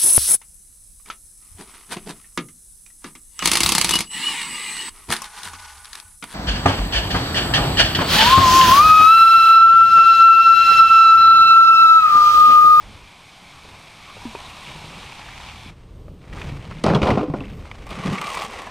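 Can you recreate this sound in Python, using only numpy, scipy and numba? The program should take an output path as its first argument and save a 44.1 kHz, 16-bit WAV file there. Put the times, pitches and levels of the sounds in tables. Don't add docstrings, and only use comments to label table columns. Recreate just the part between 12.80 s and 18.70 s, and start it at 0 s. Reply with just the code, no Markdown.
import sys
import numpy as np
from scipy import signal
from scipy.fft import rfft, irfft, next_fast_len
from scipy.io import wavfile
from scipy.ndimage import uniform_filter1d
from numba import njit

SR = 44100
rng = np.random.default_rng(int(sys.argv[2]) if len(sys.argv) > 2 else 0)


def store_pcm(level_fs):
    pcm = np.round(np.clip(level_fs, -1, 1) * 32767).astype(np.int16)
    wavfile.write(sys.argv[1], SR, np.atleast_2d(pcm).T)


N = 260190
TIME = np.arange(N) / SR
LAWN_END_S, LAWN_FADE_S = 2.9, .01


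# time_s, level_db
FLOW = [(0, -47.5), (.65, -46), (1.1, -45), (1.5, -42.3), (2, -42.3), (2.5, -43.7), (2.9, -44)]
# time_s, pitch_hz
HOLLOW = [(0, 2280), (1.1, 2400), (1.6, 2602), (1.95, 2700), (2.3, 2340), (2.6, 2210), (2.9, 2359)]
# multiple of the main one, width_hz, level_db
WATER_MODES = [(0.351, 260, -1), (0.429, 242, 1), (1, 500, -0.5), (1.43, 780, -4)]
# frequency_hz, density_db (per Hz)
SPRAY_COLOUR = [(150, 6), (450, -5.5), (750, 4), (1080, 2), (1650, -1), (2000, -1), (2290, 7), (2800, 0),
                (3450, 1.5), (4800, -3.5), (7500, -11), (10000, -14), (13000, -23.5), (15500, -55)]
SPRAY_DB, HOLLOW_DB = -1.5, -5
GURGLE_DB, GURGLE_DRIFT = 3.2, .06


def water():
    spray = crackle(rate=2700, spread_db=5.0, smooth_db=5) * amp(0.44 * walk(26.36))
    churn = rng.standard_normal(N)
    hollow_hz = np.interp(TIME, *np.transpose(HOLLOW))
    gurgle = np.zeros(N)
    for multiple, width_hz, db in WATER_MODES:
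        level = amp(db + GURGLE_DB * walk(22.24))
        mode_hz = multiple * hollow_hz * np.exp(GURGLE_DRIFT * walk(13))
        gurgle += level * resonate(churn, mode_hz, width_hz)
    flow = amp(np.interp(TIME, *np.transpose(FLOW))) * on_lawn()
    return (amp(SPRAY_DB) * colour(spray, SPRAY_COLOUR) + amp(HOLLOW_DB) * unit(gurgle)) * flow


# start_s, length_s, level_db, pitch_hz (middle of the bubble pitches)
SPLASHES = [(1.24, .08, -52, 2850), (1.86, .07, -45.5, 2850), (2.17, .17, -50, 3150),
            (2.41, .12, -50, 1700), (2.69, .04, -49, 3050)]
SPLASH_FADE_S = .035


def splashes():
    bubbles = grains(glide(SPLASHES, axis=3), octaves=.3, cycles=22, spread_db=4, rise=.2, count=3000)
    return bubbles * strokes(SPLASHES, SPLASH_FADE_S, SPLASH_FADE_S)


# start_s, length_s, level_db
PUSHES = [(1.65, 0.076, -60), (1.87, 0.14, -53), (2.24, 0.16, -45), (2.57, 0.11, -41)]
# frequency_hz, density_db (per Hz)
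GRASS_COLOUR = [(200, -16), (450, -8.5), (850, 10), (1600, -0.5), (2500, 4.5), (3500, 1.5), (5000, -7),
                (7000, -13), (10000, -25), (13000, -34), (15500, -51)]
PUSH_ATTACK_S, PUSH_RELEASE_S = 0.13, 0.15
GRASS_BOUNCE_DB = -17


def grass():
    blades = crackle(rate=1600, spread_db=13.0, smooth_db=0.5) * amp(walk(34.97))
    lag_s = 0.00076 * np.exp(0.3 * walk(9))
    bounced = blades + amp(GRASS_BOUNCE_DB) * np.interp(TIME - lag_s, TIME, blades)
    return colour(bounced, GRASS_COLOUR) * strokes(PUSHES, PUSH_ATTACK_S, PUSH_RELEASE_S) * on_lawn()


# time_s, knock_db, slap_db (relative to the knock), thud_hz
BLOWS = [(4.040, -13.5, -7, 217), (4.064, -10.5, -10, 196), (4.083, -13, -15, 175), (4.100, -12, -18, 158),
         (4.112, -14, -25, 170), (4.136, -15, -12, 203), (4.150, -10.5, -14, 133), (4.166, -20, -18, 170),
         (4.217, -19, -5.5, 200), (4.230, -14, -7, 80), (4.259, -15, -13, 207), (4.270, -15, -7, 207),
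         (4.284, -12, -16, 286), (4.295, -12, -15, 226), (4.304, -13, -11, 226), (4.320, -22, -24, 100),
         (4.338, -24, -20, 136), (4.354, -24, -11, 197), (4.374, -12.5, -18, 192), (4.392, -22, -14, 250),
         (4.411, -21, -17, 303), (4.431, -22.5, -15, 316), (4.483, -34, -10, 284), (4.5, -31, -12, 152.8),
         (4.538, -17.5, -22, 207), (4.609, -32, -24, 272)]
# pitch_hz, level_db, t60_s
BED_MODES = [(135.5, -4.5, 0.42), (208, -8, 0.82), (303, -5, 0.43), (414.4, -3.5, .4), (501, 0.5, 0.36),
             (591, -6, 0.3), (726, -6, .26), (810, -8, 0.16), (1030, -0.5, 0.12), (1067, -6.5, 0.17),
             (1400, -12, 0.15)]
# time_s, level_db
CRACKS = [(4.038, -27.5), (4.065, -35), (4.153, -45), (4.303, -41)]
# frequency_hz, density_db (per Hz)
KNOCK_COLOUR = [(20, -31), (60, -6), (150, -0.5), (300, 4), (500, 1.5), (700, -0.5), (1100, -7),
                (1400, -11.5), (1650, -23), (2400, -29), (4000, -53), (9000, -72)]
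SLAP_COLOUR = [(300, 11), (1200, 14), (1700, -0.5), (2300, 8), (3500, -2), (5000, -5), (6500, -13.5),
               (9000, -21.5), (11000, -27.5), (15500, -52)]
CRACK_COLOUR = [(500, -21), (2000, 10), (5000, 6), (10000, 2.5), (15500, -33)]
CRACK_T60_S = 0.019
REBOUND_S, REBOUND_DB = .011, -6.5
FLEX_DB, FLEX_REF_HZ, FLEX_TILT_DB = -20.5, 196, -5.5
FLEX_SOFTNESS = 0.45
SETTLE_DB_PER_S = 25
PANELS_DB = -9


def coil():
    knocks, slaps, cracks, thuds, panels = np.zeros((5, N))
    first_s = BLOWS[0][0]
    for s, blow_db, slap_db, thud_hz in BLOWS:
        rebound_s = s + REBOUND_S * rng.uniform(0.65, 1.9)
        for when, db in (s, blow_db), (rebound_s, blow_db + REBOUND_DB):
            add(knocks, when, amp(db + 12.0) * np.ones(1))
            add(knocks, when, amp(db) * (burst(.05) + amp(-10) * burst(.2)))
            slap = amp(2.0) * burst(0.038) + amp(-5.0) * burst(0.27)
            add(slaps, when, amp(db + slap_db) * slap)
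        thud_db = FLEX_DB - FLEX_SOFTNESS * blow_db - SETTLE_DB_PER_S * (s - first_s)
        thud_db += FLEX_TILT_DB * np.log2(thud_hz / FLEX_REF_HZ)
        add(thuds, s, amp(thud_db) * ring(thud_hz, 0.13))
        shares = rng.uniform(-0.89, 1, len(BED_MODES))
        for share, (hz, db, t60) in zip(shares, BED_MODES):
            add(panels, s, amp(blow_db + db) * share * ring(hz, t60))
    for s, db in CRACKS:
        add(cracks, s, amp(db) * burst(CRACK_T60_S))
    chatter = unit(amp(1.8 * walk(400)))
    struck = colour(knocks, KNOCK_COLOUR) + colour(slaps * chatter, SLAP_COLOUR) + colour(cracks, CRACK_COLOUR)
    return struck + thuds + amp(PANELS_DB) * panels


# start_s, length_s, level_db
SETTLING = [(3.58, .11, -50), (3.77, .22, -54), (4.06, .04, -39), (4.22, .09, -39), (4.33, .1, -46),
            (4.58, .13, -51)]
STRAND_HZ, SETTLING_ATTACK_S, SETTLING_RELEASE_S = 2660, 0.008, 0.027


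def strands():
    ticks = grains(STRAND_HZ, octaves=.45, cycles=16, spread_db=2.5, rise=0, count=1300)
    return ticks * strokes(SETTLING, SETTLING_ATTACK_S, SETTLING_RELEASE_S)


# start_s, length_s, hollow rasp_db, dry scrape_db, main pitch_hz (before drift)
DRAGS = [(1.42, 0.19, -48, -49, 960), (1.59, 0.11, -46, -47, 1042), (1.76, 0.22, -48.5, -47, 1013),
         (2.0, 0.34, -74, -50, 900), (5.12, 0.13, -41.5, -57, 1120), (5.335, 0.16, -38.5, -49, 1150),
         (5.47, 0.15, -35, -37, 1080), (5.72, 0.084, -40.5, -46, 1110), (5.84, .06, -46, -54, 963)]
# time_s, rasp_db, scrape_db
SNAGS = [(5.067, -40, -41), (5.091, -42, -38), (5.106, -40, -34), (5.236, -35, -37), (5.260, -38, -33),
         (5.331, -30, -33), (5.354, -23.5, -35), (5.415, -24, -29.5), (5.441, -29, -46), (5.469, -31, -31),
         (5.501, -29, -33), (5.546, -29, -37), (5.572, -30, -35), (5.621, -29, -35), (5.649, -29, -31),
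         (5.733, -35, -40), (5.819, -38, -37), (5.868, -34, -50)]
# multiple of the main one, width_hz, level_db
HOSE_MODES = [(1, 140, 2), (.8, 300, -8), (1.8, 190, -8), (2.08, 125, -8), (2.5, 340, -18.5)]
# frequency_hz, density_db (per Hz)
SCRAPE_COLOUR = [(300, 0), (900, 11.5), (1600, -21), (2600, 8), (4800, -2.5), (6500, -5.5), (10000, -10.5),
                 (11200, -26), (13000, -16), (15500, -52)]
DRAG_ATTACK_S, DRAG_RELEASE_S = 0.036, 0.052
SNAG_RING_T60_S, SNAG_SCRAPE_T60_S = .06, .03
BEND_DRIFT = .03


def dragged_hose():
    rib_hz = 70 * np.exp(0.32 * walk(50))
    rib_cycle = np.cos(2 * np.pi * np.cumsum(rib_hz) / SR)
    catching = unit(amp(2.4 * rib_cycle + walk(120)))
    ribs = crackle(rate=1200, spread_db=1.0, smooth_db=2.0) * catching
    main_hz = glide(DRAGS, axis=4)
    tube = np.zeros(N)
    for multiple, width_hz, db in HOSE_MODES:
        mode_hz = multiple * main_hz * np.exp(BEND_DRIFT * walk(30))
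        tube += amp(db) * resonate(ribs, mode_hz, width_hz)
    skin = crackle(rate=1500, spread_db=3.5, smooth_db=0)
    rasp = strokes(DRAGS, DRAG_ATTACK_S, DRAG_RELEASE_S)
    scrape = strokes(DRAGS, DRAG_ATTACK_S, DRAG_RELEASE_S, axis=3) * catching
    for s, rasp_db, scrape_db in SNAGS:
        add(rasp, s, amp(rasp_db) * fade(SNAG_RING_T60_S))
        add(scrape, s, amp(scrape_db) * fade(SNAG_SCRAPE_T60_S))
    return unit(tube) * rasp + colour(skin, SCRAPE_COLOUR) * scrape


GRIT_HZ, GRIT_DB = 4200, -6


def road_grit():
    snaps = grains(GRIT_HZ, octaves=1.1, cycles=5, spread_db=5, rise=0, count=1500)
    drags = strokes(DRAGS, DRAG_ATTACK_S, DRAG_RELEASE_S, axis=3)
    return amp(GRIT_DB) * snaps * drags * (1 - on_lawn())


# time_s, ring level_db, pitch_hz (once relaxed),
# t60_s, rattle_db (relative to the ring)
KNOCKS = [(1.368, -41, 524, 0.049, 2.5), (1.454, -23.5, 224, 0.16, -40), (1.550, -25, 390, 0.045, -14),
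          (1.551, -24, 926, 0.045, -14), (1.556, -31.5, 2470, 0.033, -20), (3.282, -36, 580, 0.035, -7),
          (3.528, -39, 1870, .06, 1), (3.576, -33, 1220, .03, -3), (3.613, -33, 1050, .03, 0),
          (3.617, -30, 2500, .03, -2), (3.853, -39, 3300, .012, 0), (3.912, -25, 1080, .03, -3),
          (3.922, -34, 1300, .02, -2), (3.970, -38, 2150, .015, -2), (4.041, -29, 4400, .022, 2),
          (4.065, -23, 2400, .025, -6), (4.100, -22, 1680, .025, -8), (4.135, -21, 1570, .025, -7),
          (4.219, -25, 2410, .03, -4), (4.233, -24, 2900, .025, -6), (4.272, -21, 1790, .025, -7),
          (4.148, -22, 3300, .048, 1), (4.305, -15, 2060, .022, -7), (4.538, -31, 914, .05, -10),
          (4.606, -28, 2650, .02, -12), (4.644, -35, 2640, .02, -21), (4.854, -36.5, 1050, .02, 1),
          (4.914, -31, 2100, .02, 3), (5.383, -22, 2206, .05, -10)]
CLICK_DB = -8


def knocks_and_taps():
    rings, clicks = np.zeros((2, N))
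    for s, db, hz, t60, rattle_db in KNOCKS:
        rattle = unit(resonate(rng.standard_normal(SR // 2), hz, 650 + hz / 4)) * fade(t60)
        add(rings, s, amp(db) * (ring(hz, t60, sag=90 / hz) + amp(rattle_db) * rattle))
        add(clicks, s, amp(db + rattle_db + CLICK_DB) * burst(0.026))
    return rings + colour(clicks, SLAP_COLOUR)


# start_s, length_s, cloth_db, judder_db, judder_hz (before its jitter)
MOVES = [(0, 0.064, -50.5, -73, 161), (.85, 0.013, -47.5, -53, 160), (1.87, 0.33, -47.5, -44.5, 149.3),
         (2.86, 0.06, -56, -45, 150), (3.42, .08, -52, -52, 150), (3.535, 0.11, -40.5, -36.5, 149.8),
         (3.645, 0.12, -51.5, -29.5, 123.1), (3.85, 0.22, -48, -36, 143.3), (4.55, 0.19, -49, -40.5, 182.7),
         (4.8, 0.304, -47.5, -69, 150.7), (5.11, 0.091, -36, -38.5, 175), (5.258, 0.057, -32.5, -21, 165),
         (5.55, 0.4, -37.5, -50, 220.2)]
# frequency_hz, density_db (per Hz)
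CLOTH_COLOUR = [(120, -29.5), (400, 0), (750, -1.5), (1150, -1.5), (1600, -7.5), (2300, -4.5), (3500, -12),
                (6000, -19.5), (10000, -28.5), (13000, -42), (15500, -79)]
MOVE_ATTACK_S, CLOTH_RELEASE_S = 0.012, 0.19


def jacket():
    folds = crackle(rate=900, spread_db=3.3, smooth_db=1) * amp(2 * walk(110))
    return colour(folds, CLOTH_COLOUR) * strokes(MOVES, MOVE_ATTACK_S, CLOTH_RELEASE_S)


JUDDER_RELEASE_S = 0.036
JUDDER_REST_DB = -56.5
JUDDER_JITTER, JUDDER_ROUGH_DB = 0.22, 5


def mount():
    judder_hz = glide(MOVES, axis=4) * np.exp(JUDDER_JITTER * walk(260))
    phase = 2 * np.pi * np.cumsum(judder_hz) / SR
    cycles = np.sin(phase) + amp(-13) * np.sin(2 * phase)
    judder = unit(cycles * amp(JUDDER_ROUGH_DB * walk(110)))
    return judder * np.hypot(amp(JUDDER_REST_DB), strokes(MOVES, MOVE_ATTACK_S, JUDDER_RELEASE_S, axis=3))


# start_s, length_s, level_db
GUSTS = [(.06, 0.1, -44), (.9, 0.052, -48), (1.35, 0.94, -47.5), (2.5, 0.71, -45), (3.19, 0.16, -38.5),
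         (3.58, 0.15, -32.5), (3.85, 0.96, -41), (4.74, 0.041, -33), (5.0, 0.13, -38), (5.5, 0.46, -48.5)]
# frequency_hz, density_db (per Hz)
WIND_COLOUR = [(15, -17), (30, -1), (70, -2), (110, -5), (200, -15.5), (500, -22), (2000, -60)]
GUST_ATTACK_S, GUST_RELEASE_S = 0.11, 0.089


def wind():
    return colour(rng.standard_normal(N), WIND_COLOUR) * strokes(GUSTS, GUST_ATTACK_S, GUST_RELEASE_S)


# start_s, length_s, level_db
EDDIES = [(0, 0.086, -54.5), (2.6, .3, -69)]
EDDY_SWELL_S = 0.13


def eddies():
    buffeting = colour(rng.standard_normal(N), WIND_COLOUR)
    return buffeting * strokes(EDDIES, EDDY_SWELL_S, EDDY_SWELL_S) * on_lawn()


# frequency_hz, density_db (per Hz)
STREET_COLOUR = [(18, -10), (30, -18), (119, -12.5), (597, -24), (1090, -20), (1600, -30.5), (2990, -28.5),
                 (7630, -41.5), (8690, -39), (13200, -63), (15000, -69)]
STREET_DB = -55


def street():
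    swell = amp(walk(4.2))
    return colour(rng.standard_normal(N), STREET_COLOUR) * amp(STREET_DB) * swell


SHEEN_DB = 7


def sheen(mono):
    top = signal.butter(8, 11500, "high", fs=SR, output="sos")
    treble_level = uniform_filter1d(np.abs(signal.sosfilt(top, mono)), SR // 200)
    return unit(signal.sosfilt(top, rng.standard_normal(N))) * treble_level * amp(SHEEN_DB)


def amp(db):
    return 10 ** (np.asarray(db) / 20)


def unit(x):
    return x / np.sqrt(np.mean(x ** 2))


def add(track, s, sound):
    i = max(int(s * SR), 0)
    track[i:i + len(sound)] += sound[:N - i]


def colour(x, points):
    size = next_fast_len(N + SR // 2, True) // 2 * 2
    hz, db = np.transpose(points)
    freq = np.maximum(np.arange(size // 2 + 1) * SR / size, 1)
    gain = unit(amp(np.interp(np.log(freq), np.log(hz), db)))
    cepstrum = irfft(np.log(gain))
    cepstrum[1:size // 2] *= 2
    cepstrum[size // 2 + 1:] = 0
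    return irfft(rfft(x, size) * np.exp(rfft(cepstrum)))[:N]


@njit
def sweep(x, hz, width_hz):
    y, band, low = np.empty(len(x)), 0., 0.
    for i in range(len(x)):
        g, k = np.tan(np.pi * hz[i] / SR), width_hz / hz[i]
        v = (band + g * (x[i] + 1e-18 - low)) / (1 + g * (g + k))
        band, low, y[i] = 2 * v - band, low + 2 * g * v, k * v
    return y


def resonate(x, hz, width_hz):
    centre = np.ones(len(x)) * hz
    once = sweep(x, centre, float(width_hz))
    return sweep(once, centre, float(width_hz))


def walk(rate):
    steps = rng.standard_normal(N // 10)
    return unit(np.interp(TIME * rate, np.arange(len(steps)), steps))


def crackle(rate, spread_db, smooth_db):
    size = amp(spread_db * np.minimum(rng.exponential(size=N), np.pi))
    clicks = (rng.random(N) < rate / SR) * size * rng.choice([-1, 1], N)
    return unit(unit(clicks) + amp(smooth_db) * rng.standard_normal(N))


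def grains(hz, octaves, cycles, spread_db, rise, count):
    when, pitch, size = rng.random((count, 3)).T
    start, steps = (when * N).astype(int), np.arange(SR // 100)
    freq = np.broadcast_to(hz, N)[start] * 2 ** (octaves * (2 * pitch - 1))
    age = np.outer(freq, steps / SR)
    waves = np.sin(2 * np.pi * age * (1 + rise * age / cycles / 2))
    waves *= np.exp(-np.log(1000) * age / cycles)
    gain = amp(spread_db * np.minimum(-np.log(1 - size), np.pi))
    places = (start[:, None] + steps).ravel()
    return unit(np.bincount(places, (gain[:, None] * waves).ravel(), N)[:N])


def fade(t60):
    return np.exp(-np.log(1000) * TIME[:SR // 2] / t60)


def ring(hz, t60, sag=0):
    pitch = hz * (1 + sag * fade(t60 * 0.25))
    return np.sin(2 * np.pi * np.cumsum(pitch) / SR) * fade(t60)


def burst(t60):
    return rng.standard_normal(SR // 2) * fade(t60)


def stroke(start, length, attack_s, release_s):
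    early, late = np.maximum(start - TIME, 0), np.maximum(TIME - start - length, 0)
    return np.exp(-np.minimum(early / attack_s + late / release_s, 20))


def strokes(rows, attack_s, release_s, axis=2):
    power = np.zeros(N)
    for row in rows:
        power += (amp(row[axis]) * stroke(row[0], row[1], attack_s, release_s)) ** 2
    return np.sqrt(power)


def glide(rows, axis):
    rows = np.array(rows)
    return np.interp(TIME, rows[:, 0] + rows[:, 1] / 2, rows[:, axis])


def on_lawn():
    return stroke(0, LAWN_END_S, LAWN_FADE_S, LAWN_FADE_S)


# frequency_hz, relative level_db
LAWN_WIDTH = [(300, -13), (900, -36.5), (1650, -21), (2300, -32), (3400, -22), (8000, -9), (14000, -0.5)]
WATER_SIDE_DB, GRASS_SIDE_DB = -21, 6


def scene():
    mono = water() + splashes() + grass() + jacket()
    mono += coil() + strands() + knocks_and_taps() + dragged_hose() + road_grit()
    mono += wind() + mount() + street()
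    opposed_wind = eddies()
    lawn_side = amp(WATER_SIDE_DB) * water() + amp(GRASS_SIDE_DB) * grass()
    side = colour(lawn_side, LAWN_WIDTH) + opposed_wind
    return np.array([mono + side, mono - side + sheen(mono)])


PORT_HZ, PORT_WIDTH_HZ, PORT_DB = 8420, 1350, -6
CEILING, TOP_HZ = .65, 15550


def record(dry):
    port = np.array([resonate(channel, PORT_HZ, PORT_WIDTH_HZ) for channel in dry])
    ported = dry + amp(PORT_DB) * port
    rounded = ported / (1 + (ported / CEILING) ** 4) ** (1 / 4)
    top_cut = signal.ellip(14, .2, 80, TOP_HZ, fs=SR, output="sos")
    return signal.sosfilt(top_cut, rounded)


dry = scene()
out = record(dry)
store_pcm(out)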